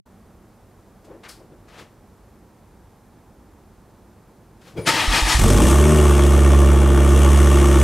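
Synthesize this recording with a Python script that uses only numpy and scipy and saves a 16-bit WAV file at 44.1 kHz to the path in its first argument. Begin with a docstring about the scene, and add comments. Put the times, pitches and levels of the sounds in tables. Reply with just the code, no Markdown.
"""Cold start of a car with five cylinders on each exhaust pipe, heard close to a tailpipe beside a wall.
Over a quiet yard come soft knocks and scuffs. A relay clunks and a pump whines up; the starter bites and
grinds while unfired cylinders puff through the silencer. The engine catches with a run of cracks, flares
briefly and settles into a fast, booming idle, each firing ringing the pipe and rasping out of its tip."""
import sys
import numpy as np
from scipy import signal
from scipy.fft import rfft, irfft
from scipy.io import wavfile

SR = 44100
rng = np.random.default_rng(int(sys.argv[2]) if len(sys.argv) > 2 else 0)


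def int16_out(signal):
    """Quantize to a 16-bit WAV file."""
    q = np.round(np.clip(np.atleast_2d(signal).T, -1, 1) * 32767)
    wavfile.write(sys.argv[1], SR, q.astype(np.int16))


N = 345303
TIME = np.arange(N) / SR
BINS = np.maximum(np.arange(N // 2 + 1) * SR / N, 1)

# Levels are relative within each table; noise colours give the level per Hz.
# colour of the yard's still air: f/Hz, level/dB
YARD_AIR = [(13, -47), (22, -19), (44, 0), (76, -4.5), (102, -1.5), (135, -9), (220, -3.5), (267, -12),
            (306, -9), (625, -16.5), (869, -16.5), (2910, -35.5), (13900, -40), (15500, -46)]
# stereo width of the yard: f/Hz, side minus mid/dB
AIR_WIDTH = [(60, -25), (250, -16.5), (1200, -14), (2400, -19), (4400, -13), (8000, -1), (15000, -13)]
# balance of the yard and of the exhaust: f/Hz, left minus right/dB
AIR_PAN = [(60, -0.092), (240, -1.7), (950, -1.4), (3770, 0.24), (15000, 0.0)]
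EXHAUST_PAN = [(60, -2.0), (110, -2), (200, 4.5), (380, 1.0), (700, 2.5), (1290, 1.5), (2380, 2.5),
               (4400, 2.5), (8120, 2.0), (15000, 0.5)]
# scuffs and rustles: t/s, level/dB, rise/s, t60/s, centre f/Hz, upper edge over centre
SCUFF_CUES = [(1.048, -57.5, 0.0033, 0.17, 6500, 1.7), (1.237, -43.5, 0.0027, 0.15, 2500, 2.2),
              (1.254, -43.5, 0.0054, 0.27, 1750, 1.5), (1.29, -43, 0.0031, 0.28, 8450, 1.4),
              (1.292, -47.5, 0.0028, 0.29, 5030, 1.12), (1.685, -54, .005, 0.34, 2500, 2.4),
              (1.745, -52.5, 0.037, 0.49, 1990, 2.0), (1.798, -42.5, 0.023, 0.22, 2200, 3.9),
              (4.617, -59, .004, .3, 4000, 2.3), (4.68, -49.5, 0.032, 0.36, 4000, 3.4),
              (4.775, -50, 0.0053, .8, 7000, 2.1)]
# dull knocks: t/s, level/dB, rise/s, t60/s, low cut f/Hz
KNOCK_CUES = [(1.115, -40.5, 0.035, 0.36, 280), (1.152, -55, .015, 0.21, 380),
              (1.42, -44.5, 0.022, .2, 230), (1.525, -45.5, .012, 0.17, 150), (1.81, -47, 0.12, .2, 130),
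              (4.67, -47.5, 0.03, 0.2, 90), (4.789, -21.5, 0.014, 0.13, 80), (4.83, -43, .01, 0.39, 80),
              (4.885, -27, 0.023, 0.47, 130)]
# colours of the scuffs and of the knocks: f/Hz, level/dB
SCUFF_COLOUR = [(400, 13.5), (9000, -9), (15000, -13)]
KNOCK_COLOUR = [(50, -5), (110, 4.5), (170, 4), (220, -16), (320, 0.5), (560, -5), (750, -16.5),
                (1500, -25.5), (4000, -45)]
# ring of the relay: f/Hz, width/Hz, level/dB
RELAY_MODES = [(1420, 70, -4), (2313, 35, 9), (2880, 40, -8), (3270, 32, 0), (4220, 45, -12),
               (4900, 50, -7), (5450, 50, -13)]
# whine of the pump at nominal speed: f/Hz, level/dB
PUMP_PARTIALS = [(4790, -59), (9580, -50.5), (14370, -67)]
# colours of the pinion's slam, the gear mesh and the rasp of the teeth: f/Hz, level/dB
BITE_COLOUR = [(300, -8), (480, -6), (660, 10.5), (950, -19), (1300, -1), (2100, 4.5), (4000, -1.5),
               (6000, -9), (9000, -11), (15000, -30)]
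MESH_COLOUR = [(90, 0), (200, -2), (320, 2.5), (480, -7.5), (650, -2), (1000, 0), (1350, -1), (1900, 1),
               (3000, -2), (4500, -7), (6000, -18)]
TEETH_COLOUR = [(3500, -4.5), (5200, -1), (7000, -2.5), (9000, -4), (11000, -9.5), (13000, -18),
                (15500, -35)]
# ring of the starter and bell housing: f/Hz, width/Hz, level/dB
HOUSING_MODES = [(318, 19, -9), (900, 22, 3), (1266, 42, 1.5), (1866, 77, 0.5), (2480, 56, -6),
                 (3276, 35, -4), (3670, 25, -3), (4470, 92, -18), (4700, 30, -3.5), (4950, 35, -12),
                 (5300, 270, -10), (5970, 130, -22)]
# the starter straining against each compression: t/s, level/dB, half length/s
STRAINS = [(4.99, -19, 0.094), (5.163, -16, 0.056), (5.314, -17.5, 0.058)]
# air pushed out by unfired cylinders: t/s, level/dB, f/Hz
PUFF_CUES = [(5.077, -13, 41), (5.221, -13, 45.6), (5.347, -10.5, 54.5)]
# sharp first firings: t/s, level/dB
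CRACK_CUES = [(5.3948, -8.5), (5.4345, -14), (5.4884, -12.5), (5.51, -13), (5.5316, -11), (5.5737, -10),
              (5.677, -16.5), (5.709, -12)]
# colours of those cracks and of the uneven burns' rumble: f/Hz, level/dB
CRACK_COLOUR = [(500, 5), (3000, -1), (9000, -2), (15000, -16)]
RUMBLE_COLOUR = [(22, -2), (32, 0), (60, -2.5), (105, 0), (150, -9), (200, -8.5)]
# punch of each cylinder in firing order: level/dB
CYLINDERS = [0.9, 0.4, 0.3, -2.7, -0.8]
# notes above the boom, and the growl of unequal cylinders: multiple of the firing rate, level/dB
BOOM_OVERTONES = [(2, 0.5), (3, -2.5), (4, -12.5)]
GROWL_ORDERS = [(3.4, -6), (3.6, -5), (4.4, -7), (4.6, 2.5), (4.8, -4), (5.4, -1), (5.6, -5), (6.4, -8),
                (8, -8), (8.6, -6), (13, -14), (16.6, -12)]
# ring of the pipe, and of its tip under the gas jet: f/Hz, width/Hz, level/dB
PIPE_MODES = [(250, 23, -9.5), (341.6, 48, 0), (373.5, 48, -1), (447.6, 40.5, -4), (503, 44, -9.5),
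              (557, 27, -6), (599, 25.4, -4.5), (692.3, 76, -12.5)]
TIP_MODES = [(794, 112, -4), (918, 64, 0), (1056, 86, -2), (1181, 80, 3), (1308, 99, -1), (1456, 122, -4.5),
             (1840, 132, -8), (2260, 260, -11), (2850, 236, -11.5), (3370, 280, -16.5)]
# colour of the jet at the rim: f/Hz, level/dB
JET_COLOUR = [(2000, -6.5), (3500, -3.5), (4100, -11), (4900, -11), (5600, -5.5), (6300, -2), (7000, -5),
              (7900, -2.5), (9100, -2), (10300, -9.5), (11500, -10), (13500, -18), (15500, -24)]
# flow of exhaust gas, as the fader on its hiss: t/s, level/dB
GAS_FLOW = [(5.42, -28), (5.55, -31), (5.7, -27.5), (5.76, -31), (6.91, -38), (7.22, -33.5), (7.8, -33)]

PUMP_ON_S, BITE_S, CATCH_S = 4.765, 4.868, 5.39
CATCH_HZ, IDLE_HZ = 45.02, 70.22   # firing rates
FLARE_HZ, FLARE_AT_S = 6.3, 5.935   # overshoot of the firing rate


def from_db(db):
    """Decibels to gain."""
    return 10 ** (np.asarray(db) / 20)


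def rms_one(x):
    """Scale to rms 1."""
    return x / np.sqrt(np.mean(x ** 2) + 1e-20)


def at_bins(points):
    """A spectrum table at every frequency."""
    hz, value = np.transpose(points)
    return np.interp(np.log(BINS), np.log(hz), value)


def noise(colour):
    """Steady coloured noise, rolled off steeply past the table's ends; rms 1."""
    low_cut = 1 + (.8 * colour[0][0] / BINS) ** 6
    high_cut = 1 + (.8 * BINS / colour[-1][0]) ** 6
    eq = from_db(at_bins(colour)) / np.sqrt(low_cut * high_cut)
    return rms_one(irfft(rfft(rng.standard_normal(N)) * eq, N))


def drift(hz):
    """Random modulator, smoothed above hz; rms 1."""
    hop, run_in = 40, 2000
    r = np.exp(-2 * np.pi * hz * hop / SR)
    slow = signal.lfilter([1], [1, -2 * r, r * r], rng.standard_normal(N // hop + run_in + 2))[run_in:]
    return np.interp(np.arange(N) / hop, np.arange(len(slow)), rms_one(slow))


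def resonate(x, modes):
    """Parallel resonators of alternating polarity."""
    out = 0
    for k, (hz, width, db) in enumerate(modes):
        r = np.exp(-np.pi * width / SR)
        ring = signal.lfilter([1, 0, -1], [1, -2 * r * np.cos(2 * np.pi * hz / SR), r * r], x)
        out = out + (-1) ** k * from_db(db) * (1 - r * r) / 2 * ring
    return out


def swell(s, rise, t60):
    """An envelope that grows to 1 at time s and dies away."""
    attack, decay = (TIME - s) / rise, (s - TIME) * np.log(1000) / t60
    return np.exp(np.maximum(np.minimum(attack, decay), -20))


def opens(s, length):
    """A smooth fade from 0 to 1 around time s."""
    return .5 + .5 * np.tanh((TIME - s) / length)


def hump(s, length):
    """A smooth rise to 1 at time s and back."""
    return np.exp(-np.minimum(((TIME - s) / length) ** 2, 40))


def pan(x, side_db):
    """Place a source, louder on the left by side_db."""
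    return x * from_db(np.array([[.5], [-.5]]) * side_db)


def pan_by_band(x, sides):
    """Place a source whose balance changes with frequency."""
    return irfft(rfft(x) * from_db(np.array([[.5], [-.5]]) * at_bins(sides)), N)


def yard(level_db=-50):
    """The bed: distant outdoor rumble, centred in the bass, under a wider faint hiss."""
    side = irfft(rfft(noise(YARD_AIR)) * from_db(at_bins(AIR_WIDTH)), N)
    mid = pan_by_band(noise(YARD_AIR), AIR_PAN)
    return from_db(level_db) * (mid + side * [[1], [-1]]) * opens(0.059, 0.0027)


def scuffs(grain_db=0.5):
    """Short scuffs and mechanical rustles: band-passed bursts of grit."""
    grit = noise(SCUFF_COLOUR) * from_db(grain_db * drift(200))
    out = 0
    for s, db, rise, t60, hz, ratio in SCUFF_CUES:
        band = signal.butter(1, [hz / ratio, hz * ratio], "band", fs=SR, output="sos")
        out += from_db(db) * swell(s, rise, t60) * rms_one(signal.sosfilt(band, grit))
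    return out


def knocks():
    """Dull knocks through the car's body: bursts of dark noise."""
    body = noise(KNOCK_COLOUR)
    out = 0
    for s, db, rise, t60, hz in KNOCK_CUES:
        low_cut = signal.butter(2, hz, "high", fs=SR, output="sos")
        out += from_db(db) * swell(s, rise, t60) * rms_one(signal.sosfilt(low_cut, body))
    return out


def relay(level_db=-38):
    """A relay snaps shut and rings."""
    ring = rms_one(resonate(rng.standard_normal(N), RELAY_MODES))
    return from_db(level_db) * swell(PUMP_ON_S + 0.01, 0.0037, 0.27) * ring


def pump(spin_up_s=.009, sag_per_s=0.19, flutter=0.0071):
    """A small electric pump whines up to speed and sags under load."""
    age = np.maximum(TIME - PUMP_ON_S, 0)
    speed = 1.02 - .5 * np.exp(-age / spin_up_s)
    speed *= 1 - sag_per_s * np.minimum(age, .3) + flutter * drift(250)
    phase = 2 * np.pi * np.cumsum(speed) / SR
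    whine = sum(from_db(db + 3 * drift(40)) * np.sin(hz * phase) for hz, db in PUMP_PARTIALS)
    return whine * opens(PUMP_ON_S + .027, 0.0087) * (1 - opens(4.95, 0.042))


def underbody(x, wet_db, t60=0.12):
    """Add the tight metallic reverb between ground and floor pan; rms 1."""
    age = np.arange(SR // 8) / SR
    echoes = rng.standard_normal(len(age)) * np.exp(-np.log(1000) * age / t60)
    wet = signal.fftconvolve(x, echoes / np.linalg.norm(echoes))[:N]
    return rms_one(x + from_db(wet_db) * wet)


def starter_faders(free_db=-27.5, treble_db=-39, jolt_db=-17.5, jolt_treble_db=-24, lift_db_per_s=22):
    """Gains of grind and treble: a jolt at the bite, a surge per compression, brighter with speed."""
    surges = sum((from_db(db) * hump(s, length)) ** 2 for s, db, length in STRAINS)
    strain = np.sqrt(from_db(free_db) ** 2 + surges)
    strain_db = 20 * np.log10(strain) - free_db
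    cranked_s = np.clip(TIME, BITE_S, CATCH_S) - STRAINS[0][0]
    treble = from_db(treble_db + .7 * strain_db + lift_db_per_s * cranked_s)
    jolt = swell(BITE_S + 0.024, .2, 0.23)
    return np.hypot(strain, from_db(jolt_db) * jolt), np.hypot(treble, from_db(jolt_treble_db) * jolt)


def housing(teeth, tilt_per_s=10, wander_db=2.4):
    """Shifting tooth contact rings now one mode, now another; the highs gain as the starter speeds up."""
    full_speed_s = STRAINS[1][0]
    db_per_octave = tilt_per_s * (np.clip(TIME, BITE_S, full_speed_s) - full_speed_s)
    scrape = rng.standard_normal(N) * teeth
    ring = 0
    for mode in HOUSING_MODES:
        octaves = np.log2(max(mode[0], 900) / 2200)
        ring += resonate(scrape, [mode]) * from_db(wander_db * drift(7.1) + db_per_octave * octaves)
    return rms_one(ring)


def starter(teeth_hz=310, ring_db=-3.5, mesh_db=-2.8, whine_db=-38, bite_db=-17, fade_db_per_s=45):
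    """The pinion slams into the ring gear, grinds tooth by tooth and dies away once the engine fires."""
    grind_gain, treble_gain = starter_faders()
    tooth = np.sin(2 * np.pi * np.cumsum(teeth_hz * (1 + .04 * drift(5))) / SR)
    teeth = (1 + 0.24 * tooth) * from_db(0.07 * drift(150))
    ring = from_db(ring_db) * housing(teeth)
    mesh = from_db(mesh_db) * underbody(noise(MESH_COLOUR), wet_db=-6) * teeth
    grind = grind_gain * (ring + mesh) + from_db(whine_db) * tooth
    treble = treble_gain * underbody(noise(TEETH_COLOUR), wet_db=-2) * teeth
    release_db = -fade_db_per_s * np.maximum(TIME - CATCH_S, 0) - 4.3 * opens(CATCH_S, 0.0081)
    bite = from_db(bite_db) * swell(BITE_S + 0.0061, 0.0062, 0.25) * noise(BITE_COLOUR)
    return (grind + treble) * opens(BITE_S, 0.0079) * from_db(release_db) + bite * teeth


def puffs(length_s=0.06, skew=-0.41):
    """Unfired cylinders push lopsided bass puffs through the silencer."""
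    out = 0
    for s, db, hz in PUFF_CUES:
        age = np.maximum(TIME - s, 0)
        phase = 2 * np.pi * hz * age
        out += from_db(db) * np.sin(phase) * (1 + skew * np.cos(phase)) * np.exp(-(age / length_s) ** 2)
    return out


def first_firings(crack_db=-9, punch_db=-3, punch_hz=88):
    """Each sharp firing cracks and kicks the air in the silencer."""
    burst = noise(CRACK_COLOUR)
    out = 0
    for s, db in CRACK_CUES:
        punch = np.sin(2 * np.pi * punch_hz * (TIME - s))
        out += from_db(db + crack_db) * swell(s + 0.0017, 0.00064, 0.018) * burst
        out += from_db(db + punch_db) * swell(s + .004, 0.0023, 0.071) * punch
    return out


def firing_rate(hunt_hz=.8, hunt_period_s=.95):
    """Firings per second: a climb to idle, one flare, then gentle hunting."""
    hunt = hunt_hz * np.cos(2 * np.pi * (TIME - 6.45) / hunt_period_s)
    climb = (IDLE_HZ - CATCH_HZ + hunt) * opens(5.62, .085)
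    return CATCH_HZ + climb + FLARE_HZ * hump(FLARE_AT_S, .15)


def tones(firings, orders, waver, dispersion):
    """Partials locked to the firings; the pipe delays the higher ones, and their phases waver."""
    out = 0
    for k, db in orders:
        phase = 2 * np.pi * k * firings - dispersion * (k - 1) ** 2
        out += from_db(db) * np.cos(phase + waver * drift(12.3))
    return rms_one(out)


def engine_notes(firings, rate, surge_db, ragged, throb_period_s=0.765):
    """Pressure waves sound a boom, its overtones and a drone at five times the firing rate."""
    slow = np.clip((IDLE_HZ - rate) / (IDLE_HZ - CATCH_HZ), 0, 1)
    flare = hump(FLARE_AT_S - .02, 0.075)
    settled = opens(6.03, 0.087)
    throb = settled * np.cos(2 * np.pi * (TIME - 6.17) / throb_period_s)
    # the boom gives way to the overtones in the flare, and to the drone on each throb
    boom_db = -11.5 - 3 * ragged - 4.5 * flare - throb + drift(35) * (0.43 + ragged)
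    overtone_db = -21.9 + 6.5 * flare
    drone_db = -25 + 0.61 * surge_db - 14 * slow ** 2 + 1.5 * (1 - settled) + 5 * throb
    lagged = firings - 0.493
    boom = np.sqrt(2) * np.cos(2 * np.pi * lagged)
    overtones = tones(lagged, BOOM_OVERTONES, waver=0.41 + 0.26 * ragged, dispersion=0.83)
    drone = tones(firings, [(5, 0)], waver=.25 + .55 * ragged, dispersion=0)
    return from_db(boom_db) * boom + from_db(overtone_db) * overtones + from_db(drone_db) * drone


def rumble(ragged, idle_db=-35, stumble_db=-18):
    """Uneven burns fill the gaps between the low notes."""
    return noise(RUMBLE_COLOUR) * (from_db(idle_db) + from_db(stumble_db) * ragged * opens(5.41, 0.029))


def blowdown(firings, strength, delay, fall, steady):
    """Envelope of a gas jet at each valve opening, over a steady stream; delay and fall in firings."""
    late = np.maximum(firings - delay, 0)
    age = late % 1
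    jet = (1 - np.exp(-age * 20)) * np.exp(-age / fall)
    return rms_one(steady + strength[late.astype(int)] * jet)


def pipe_bark(firings, strength, surge_db, ragged, thump_db=-4, gust_db=-3, growl_db=-1, fill_s=0.033):
    """Pressure steps and gusts ring the pipe over a growl, building as it fills, hardest while ragged."""
    steps = np.diff(np.floor(firings), prepend=np.floor(firings[0]))
    steps = steps * strength[firings.astype(int)] + 1e-18
    gusts = rng.standard_normal(N) * blowdown(firings, strength, delay=0, fall=0.35, steady=0.64)
    bark = from_db(thump_db) * rms_one(resonate(steps, PIPE_MODES))
    bark += from_db(gust_db) * rms_one(resonate(gusts, PIPE_MODES))
    bark += from_db(growl_db) * tones(firings, GROWL_ORDERS, waver=0.4 + 0.99 * ragged, dispersion=2.305)
    empty = np.exp(-np.maximum(TIME - CATCH_S, 0) / fill_s)
    return from_db(-25 + 0.041 * surge_db + 3.5 * ragged - 14 * empty) * bark


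def tip_jet(firings, strength, flow_db, surge_db, ragged, crackle_db=1.14):
    """The pulsing jet crackles in the tip and hisses at the rim, riding the gas flow."""
    crackle = rng.standard_normal(N) * from_db(crackle_db * drift(300))
    crackle *= blowdown(firings, strength, delay=0.0078, fall=0.083, steady=0.13)
    stream = noise(JET_COLOUR) * blowdown(firings, strength, delay=0.089, fall=0.19, steady=0.34)
    rasp = underbody(resonate(crackle, TIP_MODES), wet_db=-6.5)
    hiss = underbody(stream, wet_db=-11)
    return from_db(-27.5 + 0.43 * surge_db - 2 * ragged) * rasp + from_db(flow_db + 1.5) * hiss


def engine(jitter=0.0021, uneven_db=1.1):
    """Each firing sends a pressure wave and a jet down the pipe; burns are ragged until speed is up."""
    rate = firing_rate()
    ragged = 1 - opens(5.7, 0.052)
    flow_db = np.interp(TIME, *np.transpose(GAS_FLOW))
    surge_db = flow_db - np.median(flow_db[TIME > CATCH_S])
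    firings = np.cumsum(rate * (1 + jitter * drift(25))) / SR
    firings = firings - np.interp(CATCH_S, TIME, firings) + 400   # a firing lands right on the catch
    strength = from_db(np.resize(CYLINDERS, 1000) + uneven_db * rng.standard_normal(1000))
    lows = engine_notes(firings, rate, surge_db, ragged) + rumble(ragged)
    bark = pipe_bark(firings, strength, surge_db, ragged)
    jet = tip_jet(firings, strength, flow_db, surge_db, ragged)
    return (lows + bark + jet) * opens(CATCH_S, 0.006)


def wall(x, echo_db=-21, left_s=(.0071, .0193), right_s=(.0078, .019)):
    """Faint slaps off ground and wall, a little different on each side, without the bass."""
    bright = signal.sosfilt(signal.butter(2, 700, "high", fs=SR, output="sos"), x)
    slaps = [sum(np.interp(TIME - lag, TIME, bright, left=0) for lag in lags)
             for lags in (left_s, right_s)]
    return from_db(echo_db) * np.array(slaps)


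def scene():
    """The mix: tailpipe up front, starter under the car, the yard all around."""
    exhaust = puffs() + engine() + first_firings()
    cranking = starter() + pump() + relay()
    car = pan_by_band(exhaust, EXHAUST_PAN) + pan(cranking, 3.24) + wall(exhaust + cranking)
    return car + pan(knocks(), 2.0) + pan(scuffs(), 3.3) + yard()


def record(dry):
    """Master chain: soft-clip the peaks, then a steep high cut."""
    ceiling, cutoff_hz = .95, 15600
    rounded = dry / (1 + (dry / ceiling) ** 8) ** (1 / 8)
    return signal.sosfilt(signal.ellip(10, .1, 80, cutoff_hz, fs=SR, output="sos"), rounded)


dry = scene()
out = record(dry)
int16_out(out)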